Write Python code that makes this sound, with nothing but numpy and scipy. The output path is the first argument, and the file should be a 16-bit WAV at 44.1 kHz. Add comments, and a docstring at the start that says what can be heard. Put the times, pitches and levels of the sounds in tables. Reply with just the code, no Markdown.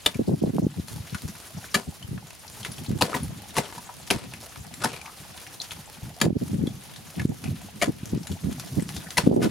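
"""Sharp blows of ice axes and crampons on a glacier wall, among taps, scrapes and a clink, in wind and meltwater.
Each blow is a storm of micro-fractures ringing steel and ice, with a thud and falling chips; the wall echoes it.
Water is shaped noise, sine bubbles, fizz and ticks; wind is trains of eddies and single pressure dips.
An automatic level turns everything down after blows and in gusts."""
import sys
import numpy as np
from scipy import signal
from scipy.fft import rfft, irfft
from scipy.io import wavfile
from scipy.ndimage import uniform_filter1d

SR = 44100
rng = np.random.default_rng(int(sys.argv[2]) if len(sys.argv) > 2 else 0)


def persist_wave(psi):
    """Save psi, clipped to +-1, as 16-bit WAV."""
    counts = np.round(np.clip(psi, -1, 1) * 32767).astype(np.int16)
    wavfile.write(sys.argv[1], SR, np.atleast_2d(counts).T)


N = 418950

# Axe blows. Each row: time in seconds, level in dB, crush time in seconds, ice note in Hz, its level in dB,
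# steel note in Hz, its level in dB, thud in dB, treble of the fracture in dB.
AXE_BLOWS = [(0.0602, -17, 0.0041, 2960, 8.5, 3580, 14, -15, -1.5),
             (1.7425, -18.5, 0.016, 1260, 2, 1725, 6, -4.5, -0.5),
             (6.2132, -20.5, 0.0036, 1290, -2, 1690, 5.5, -1.5, 0),
             (7.8148, -19.5, 0.02, 690, 6, 2150, -1.5, -10, -7)]
# Crampon blows, often one front point and then the other. Each row: columns as for the axe blows.
CRAMPON_BLOWS = [(3.0102, -20, 0.0089, 910, 7, 2530, -4, -6, 1),
                 (3.0215, -18, 0.0015, 1320, -13, 4400, -8.5, 1, -2.5),
                 (3.141, -26, 0.012, 980, 2, 1880, 3.5, 1.5, -3),
                 (3.5655, -23.5, 0.02, 970, 0, 1960, -18, 3, -1),
                 (3.583, -23, 0.0031, 890, 4, 2040, -7, 1.5, -2.5),
                 (4.103, -21.5, 0.0055, 1360, -20, 2800, 0, -16, -0.5),
                 (4.109, -22.5, 0.0042, 750, -1, 2280, 1.5, -0.5, 3.5),
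                 (4.838, -22.5, 0.011, 885, 1, 1220, -1, -5.5, 1),
                 (4.854, -29, 0.0057, 890, 0, 1590, 2, -0.5, -9),
                 (9.171, -21.5, 0.0084, 814, -4, 2020, -2, -3, -0.5),
                 (9.181, -18.5, 0.0061, 980, -5, 4150, -9, -3, -3.5),
                 (9.421, -24, 0.028, 620, -17, 2060, -16, 2, -3)]
# Small knocks of steel on ice, of gear and of falling lumps. Each row: time in seconds, level in dB,
# ring in Hz, width of each of its two resonances in Hz, snap against the ring in dB.
LIGHT_TAPS = [(0.144, -40.5, 2320, 600, 3), (0.882, -42.5, 4170, 600, 15), (1.146, -34, 1490, 1000, 1),
              (1.285, -44.5, 5440, 3000, 1), (1.642, -44.5, 1550, 600, -17), (2.0258, -44, 3040, 198, -5),
              (2.177, -46.5, 1260, 1500, -18), (2.306, -47, 2620, 600, 11), (2.478, -46.5, 4800, 2500, -6),
              (2.63, -42, 3300, 2000, -2), (2.648, -33.5, 1870, 1810, 0), (2.668, -47, 4000, 2000, -4),
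              (2.782, -45, 2960, 1800, -1), (2.862, -46, 4060, 1500, -12), (2.716, -41, 10000, 400, -7),
              (2.987, -43.5, 6870, 2500, 5), (3.2314, -38, 10200, 500, -12), (3.652, -44, 3100, 1200, -2),
              (3.7793, -39.5, 940, 400, -2), (3.891, -40, 890, 358, -31), (4.075, -43, 3180, 2000, 24),
              (4.3359, -40.5, 2130, 1200, -1), (4.418, -49, 4900, 1500, 1), (4.558, -45, 1180, 1520, -2),
              (4.739, -42, 7260, 600, 7), (4.939, -42, 2400, 1000, 0), (4.962, -45, 2300, 400, 6),
              (5.0135, -42.5, 2290, 400, 1), (5.0573, -43.5, 2300, 900, -3), (5.376, -47, 3100, 1500, 5),
              (5.466, -45, 2190, 1110, -7), (5.7083, -39, 2770, 1300, -3), (5.717, -39, 3430, 1500, 14),
              (6.201, -42.5, 4000, 3000, 12), (6.67, -37.5, 3350, 400, -2), (6.96, -44.5, 3800, 1800, 2),
              (7.195, -35.5, 1700, 450, -5), (7.197, -41, 2300, 450, -7), (7.44, -40.5, 2720, 600, 14),
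              (8.056, -44, 5950, 1500, 1), (8.231, -47, 5100, 2000, -2), (8.2702, -38.5, 6700, 1500, 9),
              (8.316, -44, 3120, 1300, 4), (8.526, -45, 6130, 4000, 8), (8.5968, -37, 5200, 4000, 8),
              (8.796, -43.5, 2040, 900, 0), (8.823, -40.5, 8400, 2500, 0), (8.89, -37.5, 3360, 1500, 17),
              (8.964, -37.5, 4600, 3050, 5), (9.105, -39, 3400, 2030, 12)]
# Fine crackle of wet ice and clothing. Each row: time in seconds, level in dB.
CRACKLE_LEVEL = [(0, -50), (1.4, -47.5), (2.3, -53), (2.65, -47), (3.9, -50), (5.7, -48.5), (6.2, -52.5),
                 (6.28, -67), (6.38, -51.5), (6.43, -46), (6.6, -50), (6.9, -49.5), (8.0, -50.5),
                 (9.1, -45.5), (9.5, -45.5)]
# Loose ice grinding under the boots. Each row: time of the top in seconds, level in dB for a 29 ms scrape,
# length in seconds, pitch of the grains in Hz, their ring in dB.
ICE_SCRAPES = [(2.662, -38.5, .03, 2000, -11), (3.094, -32, 0.061, 427, 14), (3.128, -25, 0.0076, 1180, 6),
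               (3.17, -32.5, 0.029, 880, -7), (3.559, -34, 0.012, 2000, -15),
               (3.641, -37.5, 0.059, 640, -14), (3.733, -41.5, 0.058, 940, -10),
               (4.186, -41.5, 0.086, 2500, -13), (4.436, -44.5, 0.021, 583, 6),
               (4.822, -32.5, 0.024, 1190, -10), (4.935, -38, 0.075, 2400, -10),
               (5.072, -42, 0.04, 1010, 12), (7.205, -38, 0.028, 2140, -10), (7.462, -43.5, 0.03, 2440, 19),
               (8.901, -45, 0.016, 1770, 3), (8.984, -43, .04, 3630, 3), (9.071, -43, 0.02, 1600, 8),
               (9.443, -24, 0.036, 1300, -10)]
# Resonances of the axe. Each row: frequency in Hz, width in Hz, level in dB.
AXE_MODES = [(584, 45, 2.5), (1235, 72, 1), (1870, 160, 2), (2325, 89, 1), (3040, 910, -5), (3816, 46, 1),
             (4420, 420, -7), (6320, 200, -7), (7050, 150, -2), (8840, 350, -10), (10300, 200, -13)]
# Resonances of the crampon. Each row: frequency in Hz, width in Hz, level in dB.
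CRAMPON_MODES = [(513, 67, -12), (995, 45, 3), (1560, 160, 10), (2530, 420, 6), (2900, 200, -24.5),
                 (3790, 220, 6), (4960, 73, 3), (5330, 110, -17), (8350, 260, -5), (9450, 200, -8)]
# Ringing of the pick against metal. Each row: frequency in Hz, width in Hz, level in dB.
PICK_MODES = [(3680, 200, -15), (4630, 120, -3), (4960, 200, 4), (5350, 200, -1), (5900, 130, 5),
              (6640, 120, -5), (7120, 100, -3)]
# Spectrum of breaking ice. Each row: frequency in Hz, level in dB per Hz.
FRACTURE_SPECTRUM = [(100, 9), (400, -5.5), (1000, 0.5), (2000, 1.5), (4000, 0.5), (6500, -1.5), (8000, -8),
                     (10300, 1), (13000, -12), (16000, -22)]
# Spectrum of wind; gusts shift it by their speed. Each row: unshifted frequency in Hz, level in dB per Hz.
WIND_SPECTRUM = [(20, -25), (45, -13.5), (80, -1), (150, 3), (230, -2.5), (330, -13), (500, -25),
                 (900, -49.5), (2500, -70.5)]
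# Spectrum of distant water. Each row: frequency in Hz, level in dB per Hz.
WATER_SPECTRUM = [(25, 0), (90, 9), (180, -5), (350, -9), (700, -6.5), (1300, -11), (3000, -9.5),
                  (8000, -21.5), (16000, -43)]
# Spectrum of the fizz. Each row: frequency in Hz, level in dB per Hz.
FIZZ_SPECTRUM = [(300, 5), (1000, 3), (2200, -1.5), (4500, 1.5), (7200, 1), (7900, -5), (8600, 1),
                 (10500, 3), (12500, -1), (15500, -4.5)]
# Slaps of the hardest eddies, one pressure dip each. Each row: time in seconds, peak in dB, width in seconds.
PRESSURE_SLAPS = [(0.195, -7.5, 0.0013), (0.294, -15.5, 0.00079), (0.3436, -17, 0.0012),
                  (0.4384, -6, 0.001), (0.461, -24, 0.0007), (0.584, -11, 0.00058), (0.621, -19, .0011),
                  (0.668, -3.5, 0.0015), (0.798, -15, 0.0019), (2.131, -26, 0.0015), (2.821, -27.5, 0.002),
                  (2.907, -13.5, 0.0017), (6.259, -6, 0.0021), (6.2654, -6.5, 0.00094),
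                  (6.285, -25, 0.0009), (6.329, -11, 0.0019), (6.368, -9, 0.0016), (6.533, -14, 0.0019),
                  (6.639, -7.5, 0.0018), (6.676, -10.5, 0.0016), (7.254, -6, 0.0018),
                  (8.034, -19.5, 0.0021), (8.135, -13.5, 0.0018), (8.177, -13.5, 0.0017),
                  (8.449, -15, 0.0027), (8.498, -16, .0018), (8.783, -13.5, 0.0016), (9.2748, 1, 0.0013),
                  (9.3143, -3, 0.001), (9.3275, -9, 0.00082), (9.419, -4, 0.0011)]
# Spectrum of the thud behind a blow. Each row: frequency in Hz, level in dB per Hz.
THUD_SPECTRUM = [(25, -54), (70, -17), (130, -2), (230, 2.5), (330, -9.5), (500, -7.5), (800, -17),
                 (2000, -33.5)]
# Difference of the wind between the microphone ports. Each row: frequency in Hz, level in dB.
PORT_CONTRAST = [(40, -8), (120, -6), (250, -0.5), (450, 9), (900, 15)]
# The freed axe rattling against metal. Each row: time in seconds, level in dB, ring in Hz,
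# width of each of its two resonances in Hz, the pick's own ring in dB.
AXE_RATTLES = [(5.601, -35.5, 4100, 500, -22), (5.613, -43, 3540, 300, -16), (5.617, -35.5, 4570, 1500, 7)]
# Spectrum of falling chips. Each row: frequency in Hz, level in dB per Hz.
CHIP_SPECTRUM = [(100, 0.5), (400, 3.5), (1100, -2), (2400, -6), (4000, -7), (7000, -12.5), (10500, -13.5),
                 (15000, -35)]
# Gusts that reach the microphone. Each row: start in seconds, length in seconds, level in dB,
# left minus right in dB.
WIND_GUSTS = [(0.146, 0.016, -26.5, 2), (0.185, 0.034, -22.5, 0.5), (0.272, 0.081, -19.5, 2),
              (0.413, 0.089, -21.5, -3), (0.532, 0.072, -22, -2), (0.616, 0.032, -20, 1),
              (0.765, 0.039, -29.5, 2), (0.901, 0.11, -35.5, 1), (1.125, 0.034, -30, 3),
              (1.227, 0.032, -30.5, 4), (1.544, 0.047, -35, -2), (1.875, 0.024, -29, 0),
              (2.036, 0.014, -33.5, 4), (2.086, 0.093, -33, 2), (2.878, 0.098, -27, -2),
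              (3.188, 0.14, -33, -1), (4.112, 0.066, -27.5, -2), (4.575, 0.04, -40, 1),
              (6.023, 0.044, -34.5, 0), (6.232, 0.077, -22, -7), (6.349, 0.033, -23.5, -4),
              (6.406, 0.034, -23.5, -2), (6.486, 0.03, -28, 1), (6.53, 0.15, -25.5, 3.5),
              (6.679, 0.065, -36, 2), (7.161, 0.07, -28.5, -1), (7.282, 0.047, -26.5, -1),
              (7.436, 0.083, -29, -2.5), (7.873, 0.029, -20, 2.5), (8.121, 0.045, -26.5, 6.5),
              (8.3, 0.024, -27, 3.5), (8.43, 0.095, -27, -5), (8.762, 0.045, -23.5, -9),
              (8.812, 0.023, -27.5, 1), (9.23, 0.027, -25.5, -9), (9.258, 0.027, -15.5, 1),
              (9.29, 0.19, -16, -2.5)]
# Opposed part of the fizz; the highest is widest. Each row: frequency in Hz, level in dB.
FIZZ_WIDTH = [(1000, -6), (5000, -6), (9000, -4.5), (13000, -2)]
# Light air between gusts. Each row: time in seconds, level in dB.
CALM_LEVEL = [(0, -57.5), (2.35, -61), (2.7, -44.5), (3.5, -57.5), (4.45, -53.5), (4.7, -48), (5.1, -58.5),
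              (5.9, -54), (6.2, -54), (9.5, -42)]

TIME = np.arange(N) / SR
AGE = np.arange(SR // 3) / SR
SHORT_AGE = AGE[:SR // 20]
LOW_CUT_HZ, TOP_HZ = 65, 15800
PICK_STOP_S, FIRST_BITE_S = .0026, .005  # fade once crushed; first contact, which rings the steel most
EDDIES_PER_S, EDDY_S = 65, .008
EDDY_SPREAD_DB, EDDY_JITTER = -0.3, 0.32  # jitter as a share of their spacing
FLUTTER, FLUTTER_PER_S = 0.82, 320  # pressure flicks in the eddies: strength against the rush, rate
WAKE_DB, WAKE_S = -12.5, 0.076  # stirred air round each gust
SLAP_ROUNDNESS = 3.5  # lower: more pointed and higher reaching
GAIN_KNEE_DB, GAIN_SLOPE, GAIN_ATTACK_S, GAIN_RELEASE_S = -25, 0.63, 0.018, 0.044


def undb(db):
    """Decibels to gain."""
    return 10 ** (np.asarray(db) / 20)


def unit(x):
    """Scale to an rms of one."""
    return x / np.sqrt(np.mean(x ** 2))


def burst(x):
    """Scale a short sound to the energy of 20 ms at an rms of one."""
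    return x / np.sqrt(np.sum(x ** 2) / (.02 * SR))


def curve(rows):
    """Gain over time from (s, dB) rows."""
    return undb(np.interp(TIME, *np.transpose(rows)))


def lag(x, seconds):
    """Follow x sluggishly, with an exponential time constant."""
    keep = np.exp(-1 / (seconds * SR))
    return signal.lfilter([1 - keep], [1, -keep], x)


def add(out, s, x):
    """Mix a sound in at time s."""
    i = int(np.clip(s * SR, 0, N - 1))
    out[..., i:i + x.shape[-1]] += x[..., :N - i]


def colour(x, points, size=4096):
    """Minimum-phase filter through (Hz, dB) points."""
    hz, db = np.transpose(points)
    bins_hz = np.arange(size // 2 + 1) * SR / size
    gain = undb(np.interp(np.log(bins_hz + 1), np.log(hz), db))
    cepstrum = irfft(np.log(gain))[:size // 2]
    cepstrum[1:] *= 2  # folding makes the filter causal
    impulse = irfft(np.exp(rfft(cepstrum, size)))
    return signal.fftconvolve(x, impulse)[:len(x)]


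def ring(x, modes):
    """Drive damped (Hz, width Hz, dB) resonances."""
    out = 0
    for hz, width_hz, db in modes:
        b, a = signal.iirpeak(min(hz, TOP_HZ), hz / width_hz, SR)
        out = out + undb(db) * signal.lfilter(b, a, x)
    return out


def band(x, hz, width_hz):
    """One resonance passed twice for steep sides, scaled as a short sound."""
    note = [(hz, width_hz, 0)]
    return burst(ring(ring(x, note), note))


def cracks(rate, spread_db, size):
    """Random micro-fractures, rate a second, of unequal strength."""
    strength = undb(spread_db * np.minimum(rng.exponential(size=size), 4))
    struck = rng.random(size) < rate / SR
    return unit(struck * rng.standard_normal(size) * strength)


def grit(size, rate=420, fall=0.0049, spread_db=-0.5):
    """Noise in little clusters, as grains of ice break one after another."""
    hits = np.abs(cracks(rate, spread_db, SR))
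    clusters = signal.lfilter([1], [1, -np.exp(-1 / (fall * SR))], hits)
    return rng.standard_normal(size) * unit(clusters)[-size:]


def walk(rate):
    """Slow random wander with an rms of one."""
    k = int(SR / rate)
    steps = np.repeat(rng.standard_normal(N // k + 1), k)
    return unit(uniform_filter1d(uniform_filter1d(steps, k), k)[:N])


def stereo(mid, side, side_db):
    """Left and right from a shared and an opposed part."""
    opposed = undb(side_db) * side
    return np.array([mid + opposed, mid - opposed])


def swell(length):
    """A rounded push of the given half-power length, and the time of its top."""
    t = np.arange(int(4 * length * SR)) / SR - 2 * length
    return 2 ** (-.5 * np.abs(2 * t / length) ** 2.6), 2 * length


def far_water():
    """Distant running water: shaped noise that wanders in level."""
    mid, side = (unit(colour(rng.standard_normal(N), WATER_SPECTRUM)) * undb(1.6 * walk(7.6)) for _ in range(2))
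    return undb(-52.5) * stereo(mid, side, -2.0)


def fizz():
    """Fine uneven fizz: bright noise with micro-fractures, under the crackle level."""
    def source():
        """Hiss and fractures in one spectrum."""
        return unit(colour(rng.standard_normal(N) + 0.39 * cracks(2000, 3.2, N), FIZZ_SPECTRUM))
    mid = source() * undb(2.33 * walk(60))
    side = colour(source(), FIZZ_WIDTH)
    return stereo(mid, side, 0) * curve(CRACKLE_LEVEL)


def drips(rate, db, hz):
    """Meltwater drops into a hollow; each small bubble rises in pitch as it fades."""
    out = np.zeros(N)
    for when, pitch, size in rng.random((int(rate * N / SR), 3)):
        note_hz = hz * 2 ** (.5 * (pitch - .5))
        tone = np.sin(2 * np.pi * note_hz * AGE * (1 + 2 * AGE))
        bubble = tone * np.exp(-AGE / 0.0058) * (1 - np.exp(-AGE / 0.0001))
        add(out, when * N / SR, undb(db - 10 * size) * bubble)
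    return out


def glacier():
    """Distant water, near drips and fizz together."""
    dripping = stereo(drips(20, -38, 740), drips(14, -41, 740), -3)
    return far_water() + fizz() + dripping


def pops(rate, db, fall, spread_db):
    """Air bubbles burst out of melting ice at scattered places between left and right: tiny bright ticks."""
    out, activity = np.zeros((2, N)), curve(CRACKLE_LEVEL)
    for when, place, size in rng.random((int(rate * N / SR), 3)):
        snap = rng.standard_normal(len(SHORT_AGE)) * np.exp(-SHORT_AGE / fall)
        tick = burst(colour(snap, FIZZ_SPECTRUM))
        strength = undb(db - spread_db * size) * activity[int(when * N)]
        add(out, when * N / SR, strength * tick * np.sqrt([[.5 + place], [1.5 - place]]))
    return out


def crumbs(rate, db, hz, spread_db, width_hz):
    """Bits of ice tick down the wall, each with its own pitch, louder when the crackle is."""
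    out, activity = np.zeros(N), curve(CRACKLE_LEVEL)
    for when, pitch, size in rng.random((int(rate * N / SR), 3)):
        chip = rng.standard_normal(len(SHORT_AGE)) * np.exp(-SHORT_AGE / 0.012)
        note_hz = hz * 2 ** (3.4 * (pitch - .5))
        strength = undb(db - spread_db * np.log(size + 0.04)) * activity[int(when * N)]
        add(out, when * N / SR, strength * band(chip, note_hz, width_hz))
    return out


def blows(rows, modes, rise, fall, modes_db, chips_db, chips_fall, thud_fall, width_at_1khz_hz, slowing):
    """Steel crushes in, slowing: fractures ring tool and ice, the mass thuds, chips break off unevenly."""
    out = np.zeros(N)
    for s, db, crush, ice_hz, ice_db, steel_hz, steel_db, thud_db, treble_db in rows:
        crushed = np.minimum(AGE / crush, 1)
        after = np.maximum(AGE - rise / 2 - crush, 0)
        bite = np.minimum(AGE / rise, 1) ** 2 * np.exp(-slowing * crushed)
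        force = bite * np.exp(-after / fall) * grit(len(AGE), rate=3200, fall=0.0006)
        crack = burst(colour(force, FRACTURE_SPECTRUM)) + undb(modes_db) * burst(ring(force, modes))
        crack = colour(crack, [(1500, 0), (3500, treble_db)])
        contact = force * np.exp(-AGE / FIRST_BITE_S)
        for drive, hz, note_db in (force, ice_hz, ice_db), (contact, steel_hz, steel_db):
            width_hz = width_at_1khz_hz * np.sqrt(hz / 1000)  # higher notes die sooner
            crack += undb(note_db) * band(drive, hz, width_hz)
        shards = grit(len(AGE), rate=380, fall=0.0025, spread_db=-1.4)
        chips = colour(shards * crushed * np.exp(-after / chips_fall), CHIP_SPECTRUM)
        mass = rng.standard_normal(len(AGE)) * crushed * np.exp(-after / thud_fall)
        thud = colour(mass, THUD_SPECTRUM)
        blow = burst(crack) + undb(chips_db) * burst(chips) + undb(thud_db) * burst(thud)
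        add(out, s - rise / 2, undb(db) * blow)
    return out


def axes():
    """Picks bite: strong steel modes and a quick stop."""
    return blows(AXE_BLOWS, AXE_MODES, rise=0.00208, fall=PICK_STOP_S, modes_db=12.0, chips_db=-6.5,
                 chips_fall=0.024, thud_fall=0.024, width_at_1khz_hz=164, slowing=0.31)


def boots():
    """Crampon points kick in: weaker steel modes and longer chips."""
    return blows(CRAMPON_BLOWS, CRAMPON_MODES, rise=.003, fall=0.0013, modes_db=-6.5, chips_db=-8.5,
                 chips_fall=0.039, thud_fall=0.013, width_at_1khz_hz=360, slowing=0.32)


def taps():
    """Light touches of points, hardware and lumps of ice: fractures and one short ring each."""
    out = np.zeros(N)
    for s, db, hz, width_hz, snap_db in LIGHT_TAPS:
        decay = np.exp(-AGE / 0.003) + undb(-14) * np.exp(-AGE / 0.014)
        force = cracks(9000, 0.65, len(AGE)) * (1 - np.exp(-AGE / .0003)) * decay
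        snap = burst(colour(force, FRACTURE_SPECTRUM))
        add(out, s, undb(db) * burst(band(force, hz, width_hz) + undb(snap_db) * snap))
    return out


def at_ports(mid, side):
    """Large eddies cover both microphone ports; small ones differ between them."""
    return stereo(mid, colour(side, PORT_CONTRAST), -3.5)


def eddies(length, count=16):
    """Pressure of one gust: a loose train of rounded, unequal pushes, and its lead time."""
    lead = EDDY_S * 2
    t = np.arange(2 * SR // 3) / SR - lead
    number = int(np.clip(round(length * EDDIES_PER_S), 1, count))
    push = np.zeros(len(t))
    for k, (shift, size) in enumerate(rng.standard_normal((count, 2))[:number]):
        top = length * (k + .5 + EDDY_JITTER * np.tanh(shift)) / number
        push += undb(EDDY_SPREAD_DB * size) * 2 ** (-2 * ((t - top) / EDDY_S) ** 2)
    return push, lead


def turbulence(push, spectrum):
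    """A smooth rush and sharp flicks, swelling with the push."""
    size = len(push)
    air = rng.standard_normal(size) + FLUTTER * cracks(FLUTTER_PER_S, 0.5, size)
    return unit(colour(air * push, spectrum))


def gusts():
    """Gusts break into eddies at the ports, harder ones higher in pitch; also returns their power."""
    out, power = np.zeros((2, N)), np.zeros(N)
    for s, length, db, left_db in WIND_GUSTS:
        push, lead = eddies(length)
        speed = undb(0.34 * (db + 28.0))
        spectrum = [(hz * speed, gain_db) for hz, gain_db in WIND_SPECTRUM]
        mid, side = (turbulence(push, spectrum) for _ in range(2))
        gust = at_ports(mid, side) * np.sqrt(length * SR / len(push))
        add(out, s - lead, gust * undb([[db + left_db / 2], [db - left_db / 2]]))
        add(power, s, np.full(int(length * SR), undb(db) ** 2))
    return out, power


def breeze(gust_power):
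    """Light wandering air, stirred up round each gust."""
    wake = uniform_filter1d(lag(gust_power, WAKE_S / 2), int(WAKE_S * SR))
    level = np.sqrt(curve(CALM_LEVEL) ** 2 + undb(WAKE_DB) ** 2 * np.abs(wake))
    mid, side = (unit(colour(rng.standard_normal(N), WIND_SPECTRUM)) * level * undb(5.85 * walk(35))
                 for _ in range(2))
    return at_ports(mid, side)


def slaps():
    """The hardest eddies: a single pressure dip each, with shallow positive shoulders, alike in both ears."""
    out = np.zeros((2, N))
    lead = .01
    for s, db, width in PRESSURE_SLAPS:
        away = ((AGE - lead) / width) ** 2 / SLAP_ROUNDNESS
        dip = ((2 * SLAP_ROUNDNESS + 1) * away - 1) / (1 + away) ** (SLAP_ROUNDNESS + 2)
        add(out, s - lead, undb(db) * dip)
    return out


def wind():
    """Gusts, the air they stir and the slaps of their hardest eddies."""
    buffets, power = gusts()
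    return buffets + breeze(power) + slaps()


def scrapes(grain_width_hz=600):
    """Grains of ice break in dense clusters under the loaded points, each scrape at its own pitch."""
    out = np.zeros(N)
    for s, db, length, hz, ring_db in ICE_SCRAPES:
        push, lead = swell(length)
        force = grit(len(push), rate=660, fall=0.0027, spread_db=1.0) * push
        crunch = burst(colour(force, CHIP_SPECTRUM)) + undb(ring_db) * band(force, hz, grain_width_hz)
        add(out, s - lead, undb(db) * np.sqrt(length / 0.029) * burst(crunch))
    return out


def clink(fall=0.0022):
    """Quick metal contacts: two light ticks, then one that rings the whole pick."""
    out = np.zeros(N)
    for s, db, hz, width_hz, pick_db in AXE_RATTLES:
        force = cracks(9000, 1.1, len(AGE)) * np.exp(-AGE / fall)
        pick = burst(ring(force, PICK_MODES))
        add(out, s, undb(db) * burst(undb(pick_db) * pick + band(force, hz, width_hz)))
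    return out


def ice_wall(x, echo_db, fall, left_db):
    """The rough wall scatters a brief, different echo to each ear."""
    scatter = [(100, -17), (380, -4.5), (1000, -0.5), (4000, -2.5), (12000, 0.0)]
    wet = []
    for _ in range(2):
        tail = rng.standard_normal(len(AGE)) * np.exp(-AGE / fall) * (AGE > .002)
        echo = colour(tail, scatter)
        wet.append(signal.fftconvolve(x, echo / np.linalg.norm(echo))[:N])
    return (x + undb(echo_db) * np.array(wet)) * undb([[left_db / 2], [-left_db / 2]])


def scene():
    """The climber on the wall, in meltwater and wind."""
    debris = crumbs(rate=60, db=-9, hz=2810, spread_db=2.5, width_hz=2170)
    climber = axes() + boots() + taps() + clink() + scrapes() + debris
    wall = ice_wall(climber, echo_db=-5.0, fall=0.016, left_db=3.0)
    bubbles = pops(rate=37, db=2.5, fall=0.0031, spread_db=19.5)
    return wall + glacier() + bubbles + wind()


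def record(dry):
    """Automatic level turns down on smoothed power; the highest peaks are rounded and both ends cut."""
    dry = signal.sosfilt(signal.butter(2, LOW_CUT_HZ, "high", fs=SR, output="sos"), dry)
    power = lag(lag(np.mean(dry ** 2, axis=0), GAIN_ATTACK_S), GAIN_RELEASE_S)
    ducked = dry * (1 + power / undb(GAIN_KNEE_DB) ** 2) ** (-GAIN_SLOPE / 2)
    rounded = np.tanh(.7 * ducked) / .7
    soft = signal.sosfilt(signal.butter(2, 14500, fs=SR, output="sos"), rounded)
    return signal.sosfilt(signal.ellip(8, .2, 70, TOP_HZ, fs=SR, output="sos"), soft)


dry = scene()
out = record(dry)
persist_wave(out)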